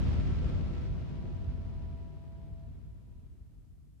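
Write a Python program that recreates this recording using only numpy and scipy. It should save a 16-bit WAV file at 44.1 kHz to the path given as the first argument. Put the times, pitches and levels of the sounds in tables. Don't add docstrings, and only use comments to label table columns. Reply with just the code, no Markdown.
import sys
import numpy as np
from scipy import signal
from scipy.fft import rfft, irfft
from scipy.io import wavfile
from scipy.ndimage import uniform_filter1d

SR = 44100
rng = np.random.default_rng(int(sys.argv[2]) if len(sys.argv) > 2 else 0)


def unload_wav(signal):
    wavfile.write(
        sys.argv[1],
        SR,
        np.round(np.clip(np.atleast_2d(signal).T, -1, 1) * 32767).astype(np.int16),
    )


N = 176400

# pitch_hz, width_hz, relative_db
EXHAUST_MODES = [(75.6, 32, -3.5), (147.73, 15, 1.5), (372, 25, -24)]
# time_s, level_db
ENGINE_FADE = [(0, -34.5), (.65, -40), (1.2, -44.5), (1.8, -53.5), (2.55, -49), (3.1, -61.5), (3.55, -64),
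               (4.0, -61.5)]
# frequency_hz, relative_db
RUMBLE_EQ = [(12, -33), (24, -18), (33, -5.5), (45, 3.5), (58, 4), (86, 3), (112, -3), (135, -10.5),
             (200, -18.5), (400, -66.5), (2000, -120)]
# time_s, level_db
RUMBLE_FADE = [(0, -29), (.13, -28), (.24, -30), (.62, -31.5), (.76, -37.5), (.92, -32.5), (1.06, -40),
               (1.36, -38), (1.5, -37), (1.88, -38.5), (2.15, -45.5), (2.85, -45.5), (3.1, -50),
               (3.3, -49.5), (4.0, -57.5)]
# peak_s, boost_db
RUMBLE_SURGES = [(1.49, 7.2), (2.53, 4.6), (3.18, 3)]
# frequency_hz, relative_db
FRAME_EQ = [(70, -28), (125, 3.5), (170, -2), (235, -3.5), (280, -9.5), (390, -12), (520, -20),
            (660, -20.5), (850, -31), (1400, -37), (3000, -90), (9000, -110)]
# time_s, level_db
FRAME_FADE = [(0, -34), (.2, -38), (.7, -41.5), (1.2, -44.5), (1.9, -50.5), (2.25, -55), (2.7, -57.5),
              (3.2, -64), (4.0, -72)]
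# pitch_hz, width_hz, relative_db
HOPPER_MODES = [(178.7, 40, -0.5), (251.4, 30, -4), (300.3, 35.6, -9)]
# frequency_hz, relative_db
SOIL_BODY_EQ = [(300, -8), (700, 4), (1150, 1.5), (1700, -1), (2800, -3.5), (4000, -7.5), (5200, -12),
                (7000, -20)]
SOIL_TOP_EQ = [(8500, -26), (11000, -34), (15000, -48)]
# time_s, level_db
SOIL_FADE = [(0, -51.5), (.2, -52.5), (.7, -57.5), (1.25, -62.5), (2.0, -69), (2.7, -75.5), (3.3, -81),
             (4.0, -89)]
# pitch_hz, relative_db
BLOWER_PARTIALS = [(374.4, 5), (496, 3), (607, -.5), (1336.5, -1.5), (1130, -9), (1575, -12), (1986, -13),
                   (2234, -14), (2541, -14), (2902, -14)]
# time_s, level_db
BLOWER_FADE = [(0, -64.5), (.8, -68.5), (1.2, -77.5), (1.7, -84), (2.4, -92.5), (4.0, -108)]
# pitch_hz, relative_db, left_over_right_db
DRIVE_UPPER_TONES = [(823, -7, -4), (975.5, 0, -2.5)]
# time_s, level_db
DRIVE_MAIN_FADE = [(0, -67.5), (.85, -67.5), (1.1, -66.5), (1.45, -64.3), (1.95, -66), (2.667, -65.8),
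                   (2.677, -79), (3.15, -85), (3.35, -95), (4.0, -98)]
DRIVE_UPPER_FADE = [(0, -68), (.9, -73.5), (1.45, -70.5), (2.1, -73), (2.667, -75.5), (2.677, -85.5),
                    (3.1, -86.5), (3.4, -97), (4.0, -102)]
# frequency_hz, relative_db
AIR_EQ = [(100, 3), (1000, 3.5), (4000, 3.5), (8000, 4.5), (12000, 3), (15000, 0)]


def undb(db):
    return 10 ** (np.asarray(db) / 20)


def unit(x):
    return x / np.sqrt(np.mean(x ** 2))


def seconds():
    return np.arange(N) / SR


def fader(rows):
    return undb(np.interp(seconds(), *np.array(rows).T))


def pan(db):
    return undb(np.array([[db], [-db]]) / 2)


def equalise(x, points):
    hz, db = np.array(points).T
    bins_hz = np.maximum(np.arange(N // 2 + 1) * SR / N, 1)
    gain = undb(np.interp(np.log(bins_hz), np.log(hz), db))
    return unit(irfft(rfft(x) * gain, N))


def drift(rate_hz):
    bins_hz = np.arange(N // 2 + 1) * SR / N
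    smoothing = np.exp(-(bins_hz / rate_hz) ** 2) * (bins_hz > 0)
    return unit(irfft(rfft(rng.standard_normal(N)) * smoothing, N))


def wide_noise(shared):
    return np.sqrt(1 - shared) * rng.standard_normal((2, N)) + np.sqrt(shared) * rng.standard_normal(N)


def ring(x, hz, width_hz):
    b, a = signal.iirpeak(hz, hz / width_hz, fs=SR)
    return signal.lfilter(b, a, signal.lfilter(b, a, x))


def tone(hz, flutter, rate_hz):
    wobble = np.array([drift(rate_hz) + 1j * drift(rate_hz) for _ in range(2)]) / np.sqrt(2)
    carrier = np.exp(2j * np.pi * np.cumsum(hz) / SR)
    return unit(np.real((1 + flutter * wobble) * carrier))


def engine(firing_hz=73.65, scatter_db=4, right_lag_s=0.0023):
    cycles = np.cumsum(firing_hz * (1 + 0.0064 * drift(2.7))) / SR
    firings = np.flatnonzero(np.diff(np.floor(cycles)))
    sides = []
    for lag in (0, int(right_lag_s * SR)):
        pulses = np.zeros(N)
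        pulses[firings] = undb(scatter_db * rng.standard_normal(N)[:len(firings)])
        pipe = sum(undb(db + 1.2 * drift(18)) * ring(pulses, hz, width) for hz, width, db in EXHAUST_MODES)
        sides.append(np.roll(pipe, lag))
    return unit(np.array(sides)) * fader(ENGINE_FADE)


def rumble(surge_s=0.017):
    low = equalise(wide_noise(shared=0.069), RUMBLE_EQ)
    levelled = low / np.sqrt(uniform_filter1d(low ** 2, size=SR // 6, axis=1))
    surges_db = sum(db * np.exp(-((seconds() - peak_s) / surge_s) ** 2) for peak_s, db in RUMBLE_SURGES)
    return levelled * undb(surges_db) * fader(RUMBLE_FADE) * pan(db=1.56)


def frame():
    jolts = undb(1.22 * drift(16))
    drumming = equalise(wide_noise(shared=0.045) * jolts, FRAME_EQ)
    return drumming * fader(FRAME_FADE) * pan(db=0.96)


def hoppers(start_db=-43.5, fade_db_per_s=7):
    shake = wide_noise(shared=0.05)
    boom = sum(unit(ring(shake, hz, width)) * undb(db) for hz, width, db in HOPPER_MODES)
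    return unit(boom) * undb(start_db - fade_db_per_s * seconds())


def soil(crumbs_per_s=2000, size_spread_db=4.5, crumb_mix_db=-5.5):
    sizes = undb(size_spread_db * np.minimum(rng.exponential(size=(2, N)), 6))
    landings = rng.random((2, N)) < crumbs_per_s / SR
    crumbs = landings * sizes * np.sign(rng.standard_normal((2, N)))
    scrape = wide_noise(shared=0.024) + undb(crumb_mix_db) * unit(crumbs)
    flicker = undb(0.51 * drift(14))
    return equalise(scrape * flicker, SOIL_BODY_EQ + SOIL_TOP_EQ) * fader(SOIL_FADE) * pan(db=0.8)


def blower():
    speed = 1 + 0.00071 * drift(4.2)
    whine = sum(tone(hz * speed, flutter=0.84, rate_hz=11) * undb(db) for hz, db in BLOWER_PARTIALS)
    return whine * fader(BLOWER_FADE) * pan(db=4.5)


def drive(pitch_hz=662.3):
    speed = 1 + 0.00046 * drift(5.6)
    main = tone(pitch_hz * speed, flutter=0.09, rate_hz=4.5) * pan(db=4.2)
    upper = sum(tone(hz * speed, flutter=0.4, rate_hz=2.7) * undb(db) * pan(side_db)
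                for hz, db, side_db in DRIVE_UPPER_TONES)
    return main * fader(DRIVE_MAIN_FADE) + upper * fader(DRIVE_UPPER_FADE)


def air(level_db=-82.5):
    return equalise(wide_noise(shared=0.05), AIR_EQ) * undb(level_db) * pan(db=-1.5)


def scene():
    return air() + engine() + rumble() + frame() + hoppers() + soil() + blower() + drive()


def record(dry, cutoff_hz=15100):
    return signal.sosfilt(signal.ellip(10, 0.1, 80, cutoff_hz, fs=SR, output="sos"), dry)


dry = scene()
out = record(dry)
unload_wav(out)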